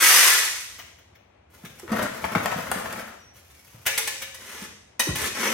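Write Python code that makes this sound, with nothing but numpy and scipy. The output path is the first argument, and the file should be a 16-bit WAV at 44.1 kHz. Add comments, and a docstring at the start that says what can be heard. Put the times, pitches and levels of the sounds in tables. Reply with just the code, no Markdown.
"""A steel shovel scrapes damp soil off a concrete garage floor and tips it into a plastic bucket.
The blade then bounces back over the floor, drags, strikes down and pushes into the heap again.
Scraping is random grit impacts filtered by floor and blade; blows are noise bursts that excite modes.
Pouring is random impacts of crumbs, sand and lumps; thuds are sinking sines with a dull scuff.
Bare walls prolong it all by decaying noise echoes, over a low rumble of the building."""
import sys
import numpy as np
from scipy import signal
from scipy.fft import rfft, irfft, next_fast_len
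from scipy.io import wavfile
from scipy.ndimage import uniform_filter1d

SR = 44100
rng = np.random.default_rng(int(sys.argv[2]) if len(sys.argv) > 2 else 0)


def materialize(psi):
    """Save the field psi as 16-bit PCM at rate SR to the path in sys.argv[1].

    A 1-D psi becomes a single channel; in a 2-D psi each row is a channel.
    """
    bounded = np.clip(np.atleast_2d(psi).T, -1, 1)
    quanta = np.round(bounded * 32767).astype(np.int16)
    wavfile.write(sys.argv[1], SR, quanta)


N = 243873
TIME = np.arange(N) / SR  # seconds

# Strokes of the blade over concrete. Each row: start in seconds, attack in seconds, hold in seconds,
# release to -60 dB in seconds, grinding in dB, crushed sand and soil load each in dB re grinding.
BLADE_STROKES = [(0, 0.019, 0.26, .75, -17, 1, -28.5), (4.379, .12, 0.15, 0.11, -40.5, -3, -6.5),
                 (5.148, 0.033, 0.094, 0.07, -29, -1.5, -4.5), (5.347, 0.09, .02, 2.4, -25, -6.5, -2)]
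# The blade hits the floor or rattles as it is lifted. Each row: start in seconds, relative level in dB,
# relative treble in dB, rise in seconds, relative ring in dB.
BLADE_STRIKES = [(0.784, -29.5, -25, 0.017, -17), (0.985, -47, -22, .0008, -18),
                 (1.149, -47.5, -27, 0.0064, -12), (1.647, -32.5, -3, 0.0044, -15),
                 (3.854, -27, -5, 0.004, -15), (3.862, -11.5, 3.5, 0.0045, -3),
                 (3.9764, -15.5, 8.5, 0.00091, -4), (4.0738, -20.5, 8, 0.00096, -7),
                 (4.215, -25, 3, 0.011, -4), (4.3433, -36.5, 9.5, 0.0013, 0), (4.994, -15, 8.5, 0.0017, 4),
                 (5.156, -23, 6, 0.00091, -8)]
# Soil leaves the blade: spilt on the way, the bulk tipped in, the rest shaken out, the last crumbs.
# Each row: start in seconds, attack in seconds, hold in seconds, release to -60 dB in seconds,
# then relative levels in dB of the patter of crumbs, fine sand, drumming of the bucket.
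SOIL_FLOWS = [(1.492, .08, 0.49, 2, -58.5, -52, -55), (1.882, 0.029, 0.151, 0.15, -27.5, -41, -28.5),
              (2.126, 0.12, 0.75, 0.55, -34, -40, -37), (3.336, 0.6, .29, .2, -69, -47.5, -67)]
# Clods and the blade knock on plastic. Each row: start in seconds, relative level in dB,
# sharp tick in dB re the knock, decay time in seconds.
BUCKET_KNOCKS = [(1.797, -37, -1.5, .0016), (1.878, -32.5, -21, 0.0029), (1.918, -17, -14.5, 0.023),
                 (2.026, -24, -0.5, 0.02), (2.241, -16, -36, 0.0033), (2.35, -10.5, -29, 0.0079),
                 (2.458, -13.5, -8, 0.0026), (2.515, -14.5, -32, .011), (2.715, -14, -7, 0.0024),
                 (2.857, -23, -24, 0.0029), (2.925, -25.5, -4, 0.012)]
# Footfalls, heavy lumps and the blade meeting the heap. Each row: start in seconds,
# relative level in dB, starting pitch in Hz, final pitch in Hz.
DULL_THUDS = [(0.019, -31, 386, 293), (1.638, -30, 247, 104), (1.831, -29, 442, 313),
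              (1.917, -13, 240, 215), (2.356, -12.5, 297, 94), (2.56, -23, 204, 131),
              (2.758, -23, 210, 185), (3.745, -35.5, 157, 106), (4.62, -28.5, 212, 200),
              (4.998, -31.5, 257, 220), (5.071, -20.5, 420, 217), (5.088, -13.5, 224, 56),
              (5.218, -30, 113, 70)]

# Modes of the free steel blade. Each row: frequency in Hz, relative energy in dB, t60 in seconds.
BLADE_MODES = [(450, -7.5, 0.43), (538.6, -1, 0.46), (851, -4.5, 0.13), (970, -12, 0.28), (1734, 3.5, 0.12),
               (1924, 2, 0.086), (1983, 2, 0.096), (2176, -3.5, 0.09), (2490, -3, 0.16), (3010, -4, 0.062),
               (3080, -11, .12), (3700, -1.5, .1), (3816, -1, .14), (5870, -6.5, 0.07), (6600, -8.5, .08)]
# Modes of the bucket. Each row: frequency in Hz, relative energy in dB, t60 in seconds.
BUCKET_MODES = [(78, -1, 0.18), (118, 2.5, 0.21), (185, -9, 0.28), (221, 8.5, 0.073), (240, 0.5, 0.072),
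                (477, -18, .2), (583, -4, 0.18)]

# Spectra of the contacts and the air. Each row: frequency in Hz, relative level in dB per Hz.
# The edge grinding on concrete:
GRIND_SPECTRUM = [(60, -64), (170, -33.5), (350, -7.5), (700, -8.5), (1200, 2), (1850, 4), (2500, 1),
                  (3300, -3), (4600, -11.5), (6000, -4), (7500, -14.5), (11000, -36)]
# Sand crushed or struck by something hard:
SAND_SPECTRUM = [(200, -57), (1500, -15.5), (4500, -4.5), (7000, -4.5), (8500, -1), (11000, -2),
                 (13500, -4), (16000, -15)]
# Soil shaken on the blade or pressed by a weight:
LOAD_SPECTRUM = [(80, -34.5), (150, -16), (220, 2), (290, -6.5), (420, -1.5), (550, -5), (680, -12.5),
                 (1150, -8), (3000, -38.5)]
# The blade landing on gritty concrete:
CRUNCH_SPECTRUM = [(120, -10), (380, -5.5), (550, -5), (750, -4), (1200, -2.5), (1900, 4.5), (3100, -0.5),
                   (4600, -12.5), (6200, -7), (8000, -23), (14000, -8)]
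# Crumbs on plastic:
CRUMB_SPECTRUM = [(120, -20), (330, -12), (540, -3), (800, -11), (1300, -4), (1900, -7.5), (2600, -20),
                  (4200, -27), (6000, -37), (12000, -58)]
# Fine sand trickling off the steel:
TRICKLE_SPECTRUM = [(900, -1), (2400, 3.5), (4200, -4), (6000, -2), (8500, -4.5), (11500, 0), (16000, -5.5)]
# A hollow knock on plastic:
KNOCK_SPECTRUM = [(100, -30.5), (330, -2.5), (620, 9.5), (900, 2), (1300, 2.5), (1900, 2), (2700, -8),
                  (5000, -21), (12000, -31)]
# The rumble of the building:
AIR_SPECTRUM = [(25, -27.5), (40, -24), (65, 0.5), (90, 2.5), (130, -7), (240, -12.5), (500, -14.5),
                (1000, -19), (2500, -24.5), (5000, -40), (9000, -48.5), (16000, -73.5)]

# Reverberation of the garage. Each row: frequency in Hz, t60 in seconds.
GARAGE_T60 = [(100, 0.7), (400, 0.61), (1500, 0.64), (4000, 0.85), (8000, 0.76), (15000, 0.38)]
# Colour of the walls' tail. 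Each row: frequency in Hz, relative level in dB.
TAIL_COLOUR = [(150, -7), (600, -2.5), (6500, -1), (10000, -4)]
# Stereo width of the sound. Each row: frequency in Hz, gain of the side signal in dB.
STEREO_WIDTH = [(100, -23.5), (220, -11), (400, -2.5), (700, 6), (1300, -5.5), (2400, 0.5), (6800, 2),
                (8000, -2), (15000, -29)]
# Stereo balance of the sound. Each row: frequency in Hz, left minus right in dB.
STEREO_BALANCE = [(380, 0), (680, 5.5), (1100, 5.5), (1700, 3), (2500, 5), (3800, 3), (4900, -0.5),
                  (6000, -7), (7000, -4), (7800, 0.5)]


def scraping(blade):
    """Stick-slip friction: the edge catches and slips on grit, rings, crushes sand and shakes the load."""
    grind, sand, load = np.zeros((3, N))
    for start, attack, hold, release, db, gritty_db, laden_db in BLADE_STROKES:
        movement = gesture(start, attack, hold, release)
        grind += undb(db) * movement
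        sand += undb(db + gritty_db) * movement
        load += undb(db + laden_db) * movement
    # a slow and a quick wander, limited to 3 dB up or down
    judder = undb(3 * np.tanh(0.5 * walk(rate=67) + walk(rate=350)))
    # some slips rasp on the floor, others catch the edge and set the steel ringing
    floor = body(GRIND_SPECTRUM)
    rasp = unit(through(grains(rate=8300, spread_db=2) * judder, floor))
    catches = unit(through(grains(rate=8300, spread_db=2) * judder, floor))
    steel = unit(rasp + undb(-6) * unit(through(catches, blade)))
    hiss = unit(through(grains(rate=8000, spread_db=0.5) * judder, body(SAND_SPECTRUM)))
    rumble = unit(through(grains(rate=2200, spread_db=4.5) * judder, body(LOAD_SPECTRUM)))
    return grind * steel + sand * hiss + load * rumble


def strikes(blade, strike_db=23, ring_db=-3, tick_db=-7, decay_s=0.01):
    """Impact excitation: the blade lands on gritty concrete, and the brief force sets its modes ringing."""
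    out = np.zeros(N)
    steel, sand = body(CRUNCH_SPECTRUM), body(SAND_SPECTRUM)
    for start, db, treble_db, rise, bright_db in BLADE_STRIKES:
        clash = through(crunch(decay_s, rise), steel)
        clang = undb(ring_db + bright_db) * through(crunch(decay_s, rise), blade)
        grit = undb(tick_db + treble_db) * through(crunch(decay_s, rise), sand)
        add(out, start, undb(db + strike_db) * (clash + clang + grit))
    return out


def pouring(bucket, patter_db=-1, sand_db=-2, drum_db=-2):
    """Random impacts: crumbs patter on plastic, sand trickles off the steel, lumps drum the bucket."""
    patter, sand, drum = np.zeros((3, N))
    for start, attack, hold, release, crumb_db, fine_db, lump_db in SOIL_FLOWS:
        movement = gesture(start, attack, hold, release)
        patter += undb(crumb_db + patter_db) * movement
        sand += undb(fine_db + sand_db) * movement
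        drum += undb(lump_db + drum_db) * movement
    clumps = undb(3.2 * walk(rate=70))  # crumbs and sand fall unevenly
    crumbs = unit(through(grains(rate=900, spread_db=0) * clumps, body(CRUMB_SPECTRUM)))
    trickle = unit(through(grains(rate=2500, spread_db=3.5) * clumps, body(TRICKLE_SPECTRUM)))
    lumps = unit(through(grains(rate=400, spread_db=6.5), bucket))
    return patter * crumbs + sand * trickle + drum * lumps


def knocks(bucket, knock_db=21, drum_db=-12):
    """Impact on a hollow shell: short knocks excite the bucket, some with the sharp tick of a stone."""
    out = np.zeros(N)
    hollow, sand = body(KNOCK_SPECTRUM), body(SAND_SPECTRUM)
    for start, db, sharp_db, length in BUCKET_KNOCKS:
        force = crunch(length, rise=0.00083)
        knock = through(force, hollow) + undb(drum_db) * through(force, bucket)
        tick = undb(sharp_db) * through(crunch(length / 2, rise=0.0002), sand)
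        add(out, start, undb(db + knock_db) * (knock + tick))
    return out


def thuds(thud_db=4, t60=0.096, rise=0.0017, settle_s=0.01, scuff_db=12):
    """Damped oscillation: a few low cycles sink in pitch as the weight settles, with a dull scuff."""
    out, t = np.zeros(N), TIME[:SR // 3]
    soil = body(LOAD_SPECTRUM)
    for start, db, start_hz, end_hz in DULL_THUDS:
        pitch = end_hz + (start_hz - end_hz) * np.exp(-t / settle_s)
        phase = 2 * np.pi * np.cumsum(pitch) / SR
        thump = np.sin(phase) * (1 - np.exp(-t / rise)) * undb(thud_db - 60 * t / t60)
        scuff = undb(scuff_db) * through(crunch(length=0.02, rise=0.003), soil)
        add(out, start, undb(db) * (thump + scuff))
    return out


def thin_ring(hz=5798, db=-57, start_s=3.18, attack_s=0.016, hold_s=0.059, release_s=0.56):
    """A pure tone with a random envelope: it wavers and fades as the emptied blade is lifted."""
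    level = undb(db + 2 * walk(rate=58))
    return np.sin(2 * np.pi * hz * TIME) * gesture(start_s, attack_s, hold_s, release_s) * level


def garage(x, direct_db=-5, count=6, spots_per_s=10):
    """Direct and reflected sound: the shovel keeps moving, so the echo pattern fades from spot to spot."""
    out = undb(direct_db) * x
    place = TIME * spots_per_s
    for spot in range(count):
        # the spots recur in a loop, neighbours crossfading at equal power
        away = np.abs((place - spot + count / 2) % count - count / 2)
        nearness = np.sqrt(np.clip(1 - away, 0, 1))
        out = out + through(x * nearness, reflections())
    return out


def reflections(near_db=-6, tail_db=-4, near_s=0.0047):
    """Diffuse decay from one spot to one microphone: scatter from floor and bench, then the walls' tail."""
    t = TIME[:SR]
    hz, s, cells = signal.stft(rng.standard_normal(SR), SR, nperseg=256)
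    t60 = along(GARAGE_T60, hz)[:, None]
    colour_db = along(TAIL_COLOUR, hz)[:, None]
    tail = signal.istft(cells * undb(colour_db - 60 * s / t60), SR)[1][:SR]
    tail = tail * (1 - np.exp(-t / 0.00057))
    near = rng.standard_normal(SR) * np.exp(-t / near_s) * (1 - np.exp(-t / 0.001))
    # small objects scatter only the short waves
    near = signal.sosfilt(signal.butter(2, 700, "high", fs=SR, output="sos"), near)
    return undb(near_db) * near / np.linalg.norm(near) + undb(tail_db) * tail / np.linalg.norm(tail)


def air(level_db=-55):
    """Filtered noise: the low rumble of the building, its level wandering slightly."""
    return undb(level_db + walk(rate=12)) * unit(through(rng.standard_normal(N), body(AIR_SPECTRUM)))


def gesture(start, attack, hold, release, swell_db=-8, onset_s=0.0041):
    """Envelope of one movement: it swells from below its level, holds, then dies away exponentially."""
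    t = TIME - start
    swell = swell_db * np.clip(1 - t / attack, 0, 1)
    fall = -60 * np.maximum(t - attack - hold, 0) / release
    return np.clip(t / onset_s, 0, 1) * undb(swell + fall)


def crunch(length, rise):
    """Force of a gritty contact: a dense cluster of fractures, as noise that dies away; unit energy."""
    t = TIME[:SR // 3]
    envelope = (1 - np.exp(-t / max(rise, 0.0001))) * np.exp(-t / max(length, 0.001))
    force = rng.standard_normal(len(t)) * envelope
    return force / np.linalg.norm(force)


def grains(rate, spread_db):
    """Poisson-like impacts: random tiny clicks, rate a second on average, of scattered size; rms 1."""
    size = undb(spread_db * np.clip(rng.standard_normal(N), -2, 2))
    hits = rng.random(N) < rate / SR
    return unit(hits * size * rng.choice([-1, 1], N))


def walk(rate):
    """Low-frequency fluctuation: random values, rate a second, joined smoothly; rms 1."""
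    k = int(SR / rate)
    steps = np.repeat(rng.standard_normal(N // k + 1), k)
    return unit(uniform_filter1d(steps, k)[:N])


def ring(modes, damping=1):
    """Modal superposition: decaying sines of unit energy in all; damping above 1 shortens them."""
    t = TIME[:SR // 2]
    h = np.zeros(len(t))
    for hz, db, t60 in modes:
        decay = undb(db - 60 * damping * t / t60) / np.sqrt(t60)
        h += decay * np.sin(2 * np.pi * hz * t + rng.uniform(0, 2 * np.pi))
    return h / np.linalg.norm(h)


def body(points):
    """Heavy damping: a body that answers with a short response of unit energy."""
    h = minimum_phase(points)
    return h / np.linalg.norm(h)


def minimum_phase(points, size=4096):
    """Causality: folding the cepstrum gives the minimum-phase response with the given spectrum."""
    hz = np.arange(size // 2 + 1) * SR / size
    cepstrum = irfft(np.log(undb(along(points, hz))))
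    cepstrum[1:size // 2] *= 2
    cepstrum[size // 2 + 1:] = 0
    return irfft(np.exp(rfft(cepstrum)))


def through(x, response):
    """Linear filtering: convolve a sound with an impulse response."""
    return signal.fftconvolve(x, response)[:len(x)]


def along(points, hz):
    """Interpolation of a table on a log-frequency axis."""
    f, value = np.transpose(points)
    return np.interp(np.log(hz + 1), np.log(f), value)


def add(out, s, sound):
    """Superposition: mix a sound in at time s."""
    start = max(int(s * SR), 0)
    out[start:start + len(sound)] += sound[:N - start]


def unit(x):
    """Normalisation to rms 1."""
    return x / np.sqrt(np.mean(x ** 2))


def undb(db):
    """Logarithmic level: decibels to amplitude gain."""
    return 10 ** (np.asarray(db) / 20)


def scene():
    """Superposition of all the shovel work, heard in the room from two microphones."""
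    blade, bucket = ring(BLADE_MODES), ring(BUCKET_MODES)
    pressed_blade = ring(BLADE_MODES, damping=1.5)  # floor and soil mute the steel while it slides
    work = scraping(pressed_blade) + strikes(blade) + pouring(bucket)
    work = work + knocks(bucket) + thuds() + thin_ring()
    return np.array([undb(-0.5) * garage(work) + air() for _ in range(2)])


def record(dry, top_hz=16000):
    """Mid-side stereo: width and balance vary with frequency, the treble is nearly mono, nothing above top_hz."""
    size = next_fast_len(N + SR // 4)
    left, right = rfft(dry, size)
    hz = np.arange(len(left)) * SR / size
    mid = (left + right) / 2
    side = (left - right) / 2 * undb(along(STEREO_WIDTH, hz))
    lean = undb(along(STEREO_BALANCE, hz) / 2)  # half of the difference goes to each side
    pair = irfft(np.array([(mid + side) * lean, (mid - side) / lean]), size)[:, :N]
    return signal.sosfilt(signal.ellip(10, 0.2, 80, top_hz, fs=SR, output="sos"), pair)


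dry = scene()
out = record(dry)
materialize(out)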